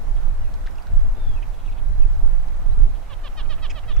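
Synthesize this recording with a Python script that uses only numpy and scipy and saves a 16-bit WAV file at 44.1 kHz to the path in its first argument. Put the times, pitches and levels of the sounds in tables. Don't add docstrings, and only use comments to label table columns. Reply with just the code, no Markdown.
import sys
import numpy as np
from scipy import signal
from scipy.fft import rfft, irfft
from scipy.io import wavfile
from scipy.ndimage import uniform_filter1d

SR = 44100
rng = np.random.default_rng(int(sys.argv[2]) if len(sys.argv) > 2 else 0)


def file_out(sig):
    cols = np.atleast_2d(sig).T
    lim = np.clip(cols, -1, 1)
    pcm = np.round(lim * 32767).astype(np.int16)
    wavfile.write(sys.argv[1], SR, pcm)


N = 176400

# time in seconds, gust strength in dB.
GUSTS = [(0, -24.5), (.12, -20), (.48, -21), (.56, -21.5), (.84, -31), (0.919, -16.5), (1.05, -12),
         (1.15, -24), (1.279, -16), (1.42, -26), (1.78, -23.5), (1.9, -13), (2.32, -16.5), (2.42, -22),
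         (2.6, -23.5), (2.68, -17), (2.841, -11), (3.0, -29.5), (3.3, -29.5), (3.44, -19), (3.8, -26.5),
         (3.95, -20.5), (3.99, -10)]
# frequency in Hz, gain in dB.
RUMBLE_EQ = [(5, -11.5), (15, 6), (27, 1.5), (40, -6.5), (60, -18.5), (90, -35), (160, -40), (400, -94.5)]
FLUTTER_EQ = [(30, -15.5), (80, 1.5), (110, -6.5), (160, -14.5), (250, -23.5), (500, -34.5), (1500, -66.5)]
# frequency in Hz, gain in dB.
WASH_EQ = [(150, -4), (250, -8.5), (353, -8), (427, -9), (507, -7), (583, -6), (705, -4), (837, -5),
           (1010, -8), (1100, -9.5), (1640, -14), (3010, -23.5), (4790, -27.5), (15500, -35)]
# frequency in Hz, left-right likeness from 0 to 1.
WASH_LIKENESS = [(200, .2), (600, 0.017), (1200, 0.13), (2500, 0.15), (5000, 0.033), (12000, 0.033)]
# frequency in Hz, left over right in dB.
WASH_PAN = [(200, -5), (700, -3.5), (1400, -5), (3000, 1.5), (8000, 0.5), (14000, 0)]
# centre time in seconds, level in dB.
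SCOLDS = [(.175, -60), (0.234, -64.5), (1.54, -60), (1.602, -58), (1.66, -57), (1.725, -56), (1.785, -54.5),
          (2.959, -57), (3.03, -63)]
# start and length in seconds, level in dB, first pitch, last pitch and
# mid-note bend in Hz, left over right in dB.
WHISTLES = [(0.416, 0.068, -69, 3100, 2350, 0, 19), (.915, .05, -75, 7950, 7740, -50, -14),
            (1.148, .215, -66, 3610, 3205, 116, 18.5), (1.355, 0.039, -61, 2750, 2460, -38, 23),
            (1.675, 0.024, -61, 2800, 2220, 50, 23), (1.992, 0.028, -67, 3100, 2920, 30, 10),
            (2.017, 0.0276, -62.5, 2730, 2470, -20, 21), (2.698, 0.046, -69, 3450, 4370, -2, 20),
            (3.901, 0.068, -62, 3540, 3410, -19, 19), (3.978, 0.036, -61, 3440, 3360, -8, -6)]
# start in seconds, level in dB, band centre in Hz,
# band width in octaves, decay time in seconds.
TICKS = [(0.54, -42, 4850, 0.46, 0.0018), (0.664, -44, 2700, 0.49, 0.0034),
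         (0.6694, -42.5, 3580, 0.5, .003), (.6735, -34, 1790, 0.15, 0.0035),
         (.682, -46, 1900, 0.72, 0.0034), (.709, -52, 5800, .2, .002), (.756, -51.5, 5130, 0.062, 0.0022),
         (0.871, -46.5, 1540, 0.097, 0.0093), (.7835, -45, 2590, 0.1, 0.0057),
         (.782, -53, 5200, .4, 0.0025), (.823, -46, 4800, 0.081, 0.0014), (0.87, -43.5, 4540, 0.36, 0.0013),
         (1.171, -43.5, 450, 0.95, 0.019), (2.484, -51.5, 4400, 0.43, .003),
         (3.966, -48.5, 5600, .1, 0.0027)]
# start and length in seconds, the lower voice's level in dB and
# top pitch in Hz, relative overtone level in dB.
CHIPS = [(1.421, 0.0225, -46.5, 2560, -25), (3.696, 0.0279, -39, 2644, -13)]
# start and length in seconds, level in dB, top pitch in Hz, share of
# the note before it breaks, relative rasp level in dB, treble tilt in dB per octave.
GREBE_NOTES = [(3.089, 0.056, -47, 588, 0.75, 0, -2.5), (3.231, 0.055, -43.5, 608.4, 0.82, -0.5, -0.5),
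               (3.365, 0.057, -41, 630, 0.74, -5, 1.7), (3.49, 0.058, -41, 640, 0.71, -5, 0.5),
               (3.617, 0.0565, -41, 652, 0.8, -2, 2), (3.746, 0.053, -43, 656.6, 0.82, -3, -1.5),
               (3.874, 0.058, -43, 652, 0.72, -3.5, -1)]
# start in seconds, level in dB.
SOFT_NOTES = [(3.18, -61), (3.309, -59), (3.441, -53), (3.571, -50.5), (3.826, -51), (3.954, -48)]
# frequency in Hz, gain in dB.
CLEAR_THROAT = [(300, -20), (620, 0), (1150, 4.5), (1450, -3), (1900, 0), (2170, -8), (2500, -1), (3050, 3),
                (3800, -2), (4450, -8), (5700, -16), (7000, -33), (10000, -50)]
RASP_THROAT = [(300, -20), (600, -5), (1150, -3), (1800, -6), (2150, -9), (2650, -1), (3250, 4), (3900, -4),
               (4600, -16), (6000, -23), (7000, -36), (10000, -50)]
SOFT_THROAT = [(400, -12), (700, -4), (1300, 14), (1700, 4), (2350, 10), (3100, 7), (3700, -24),
               (8000, -38)]
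# frequency in Hz, level in dB.
WHINE_TONES = [(4000, -79.5), (6000, -82), (8000, -87), (10000, -85)]


def amp(db):
    return 10 ** (np.asarray(db) / 20)


def unit_rms(x):
    return x / np.sqrt(np.mean(x ** 2) + 1e-20)


def curve_at(points, hz):
    point_hz, value = np.transpose(points)
    return np.interp(np.log(hz + 1), np.log(point_hz + 1), value)


def equalise(x, curve):
    gain = amp(curve_at(curve, np.fft.rfftfreq(x.shape[-1], 1 / SR)))
    return unit_rms(irfft(rfft(x) * gain, x.shape[-1]))


def noise_band(n, hz, octaves):
    away = np.log2((np.fft.rfftfreq(n, 1 / SR) + 1) / hz) / octaves
    return unit_rms(irfft(rfft(rng.standard_normal(n)) / (1 + away ** 4 / 2), n))


def wobble(n, size):
    return unit_rms(uniform_filter1d(rng.standard_normal(n), size))


def phase_of(hz):
    return 2 * np.pi * np.cumsum(hz) / SR


def buzz(hz, harmonics=13):
    phase = phase_of(hz)
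    return unit_rms(sum(np.cos(k * phase) for k in range(1, harmonics + 1)))


def pan(db):
    return amp(np.array([[db], [-db]]) / 2)


def add(mix, start_s, sound):
    part = mix[:, max(round(start_s * SR), 0):][:, :sound.shape[-1]]
    part += sound[..., :part.shape[1]]


def wind(flutter_growth=0.75):
    gust_db = np.interp(np.arange(N) / SR, *np.transpose(GUSTS))
    rumble = equalise(rng.standard_normal((2, N)), RUMBLE_EQ) * amp(gust_db + 1.5)
    lumps = unit_rms(amp(1.5 * wobble(N, size=2000)))
    flutter = equalise(rng.standard_normal((2, N)), FLUTTER_EQ) * amp(flutter_growth * gust_db - 23.5)
    return (rumble + lumps * flutter) * pan(db=-3.4)


def marsh_wash(level_db=-45.5, patch_db=0.97, swell_db=0.35):
    frames, hz = N // 256 + 5, np.fft.rfftfreq(1024, 1 / SR)
    left_re, left_im, apart_re, apart_im, patches = rng.standard_normal((5, frames, len(hz)))
    patches = uniform_filter1d(patches, size=12, axis=0)
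    patches = unit_rms(uniform_filter1d(patches, size=14, axis=1))
    likeness, lean = curve_at(WASH_LIKENESS, hz), amp(curve_at(WASH_PAN, hz) / 2)
    left = left_re + 1j * left_im
    right = likeness * left + np.sqrt(1 - likeness ** 2) * (apart_re + 1j * apart_im)
    gain_db = curve_at(WASH_EQ, hz) + patch_db * patches + swell_db * wobble(frames, size=40)[:, None]
    spectra = np.array([left * lean, right / lean]) * amp(gain_db)
    _, bed = signal.istft(spectra.transpose(0, 2, 1), nperseg=1024, noverlap=768)
    return amp(level_db) * unit_rms(bed[:, :N])


def bird_scolds(width_s=0.009):
    out, t = np.zeros((2, N)), np.arange(-1024, 1024) / SR
    puff = np.exp(-(t / width_s) ** 2 / 2)
    for centre, db in SCOLDS:
        add(out, centre + t[0], amp(db) * puff * noise_band(len(t), hz=2960, octaves=0.32))
    return out


def bird_whistles(waver=0.014, flicker_db=2.5):
    out = np.zeros((2, N))
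    for start, length, db, first_hz, last_hz, bend_hz, pan_db in WHISTLES:
        u = np.linspace(0, 1, int(length * SR))
        glide_hz = first_hz + (last_hz - first_hz) * u + bend_hz * np.sin(np.pi * u)
        hz = glide_hz * (1 + waver * wobble(len(u), size=100))
        swell = np.sqrt(u * (1 - u)) * amp(flicker_db * wobble(len(u), size=300))
        add(out, start, pan(pan_db) * amp(db) * unit_rms(swell * np.sin(phase_of(hz))))
    return out


def ticks_and_drips(attack_s=0.00024):
    out, t = np.zeros((2, N)), np.arange(2048) / SR
    for start, db, hz, octaves, decay_s in TICKS:
        envelope = (1 - np.exp(-t / attack_s)) * np.exp(-t / decay_s)
        snap = unit_rms(envelope * noise_band(len(t), hz, octaves)) * np.sqrt(np.mean(envelope ** 2))
        add(out, start, amp(db) * snap)
    return out * pan(db=-3)


def bird_chips(arch=0.27, jitter=0.032, upper_ratio=1.22, upper_db=-7, upper_lead_s=0.004):
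    out = np.zeros((2, N))
    for start, length, db, top_hz, overtone_db in CHIPS:
        u = np.linspace(0, 1, int(length * SR))
        for ratio, voice_db, lead_s in [(1, 0, 0), (upper_ratio, upper_db, upper_lead_s)]:
            hz = top_hz * ratio * (1 - arch * (2 * u - 1) ** 2 + jitter * wobble(len(u), size=20))
            phase = phase_of(hz)
            fizz = 0.85 * noise_band(len(u), hz=5800, octaves=0.22)
            overtones = np.sin(2 * phase) + 0.39 * np.sin(3 * phase) + fizz
            husk = 0.47 * noise_band(len(u), hz=2200, octaves=0.36)
            voice = unit_rms(np.sin(phase) + amp(overtone_db) * overtones + husk)
            add(out, start - lead_s, amp(db + voice_db) * np.sin(np.pi * u) * voice)
    return out * pan(db=-6.5)


def grebe_tone(hz, tilt_db, dull_db_per_octave, dull_above_hz=3300, jitter=0.0039):
    phase = phase_of(hz * (1 + jitter * wobble(len(hz), size=60)))
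    tone, dispersion_rad = 0, 0.314
    for k in range(1, 15):
        treble_cut_db = dull_db_per_octave * np.log2(np.maximum(k * hz / dull_above_hz, 1))
        level_db = curve_at(CLEAR_THROAT, k * hz) + tilt_db * np.log2(k) - treble_cut_db
        tone += amp(level_db) * np.cos(k * phase - dispersion_rad * k * k)
    return unit_rms(tone)


def grebe_rasp(hz, jitter=0.13, noise=0.7):
    uneven_hz = hz * (1 + jitter * wobble(len(hz), size=60))
    pulses = buzz(uneven_hz) + buzz(uneven_hz / 2, harmonics=27)
    return equalise(pulses + noise * rng.standard_normal(len(hz)), RASP_THROAT)


def grebe_loud_note(length, db, top_hz, clear_share, rasp_db, tilt_db):
    attack_s, release_s, break_s = 0.016, 0.0061, 0.0102
    top_s, round_s, sag_per_s = 0.0129, 0.00887, 6.0
    t = np.arange(0, length, 1 / SR)
    sag = sag_per_s * (np.hypot(t - top_s, round_s) - round_s)
    hz = top_hz * (1 - sag)
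    effort, release = np.minimum(t / attack_s, 1), np.minimum((length - t) / release_s, 1)
    tone = grebe_tone(hz, tilt_db, dull_db_per_octave=11 * (1 - effort + 7 * sag))
    rasp = grebe_rasp(hz)
    clear = tone + 0.13 * rasp
    crossfade = np.clip((t - clear_share * length) / break_s + 0.5, 0, 1)
    voice = np.sqrt(1 - crossfade) * clear + np.sqrt(crossfade) * amp(rasp_db) * rasp
    return amp(db) * effort * release * voice


def grebe_soft_note(db, length_s=0.0348, first_hz=700, sag=0.181, jitter=0.08, noise=0.88):
    u = np.linspace(0, 1, int(length_s * SR))
    hz = first_hz * (1 - sag * u + jitter * wobble(len(u), size=60))
    hoarse = buzz(hz) + noise * rng.standard_normal(len(u))
    return amp(db) * np.sin(np.pi * u) * equalise(hoarse, SOFT_THROAT)


def grebe(left_lead_s=0.00004):
    out = np.zeros((2, N))
    for start, *note in GREBE_NOTES:
        add(out, start, grebe_loud_note(*note))
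    for start, db in SOFT_NOTES:
        add(out, start, grebe_soft_note(db))
    advance = np.exp(2j * np.pi * np.fft.rfftfreq(N, 1 / SR) * left_lead_s)
    out[0] = irfft(rfft(out[0]) * advance, N)
    return out * pan(db=-6.5)


def bank_echo(x, level_db=-14, t60_s=0.28):
    t = np.arange(SR // 2) / SR
    tail = rng.standard_normal((2, len(t))) * amp(-60 * t / t60_s)
    return amp(level_db) * signal.fftconvolve(x, tail / np.linalg.norm(tail[0]), axes=1)[:, :N]


def scene():
    spots = grebe() + bird_whistles() + bird_chips() + bird_scolds() + ticks_and_drips()
    return spots + bank_echo(spots) + wind() + marsh_wash()


def record(dry, cutoff_hz=15720):
    t = np.arange(N) / SR
    whine = sum(amp(db) * unit_rms(np.sin(2 * np.pi * hz * t)) for hz, db in WHINE_TONES)
    lowpass = signal.firwin(511, cutoff_hz, window=("kaiser", 9), fs=SR)
    padded = np.pad(dry + whine, ((0, 0), (255, 255)), mode="reflect", reflect_type="odd")
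    return signal.oaconvolve(padded, lowpass[None], "valid")


dry = scene()
out = record(dry)
file_out(out)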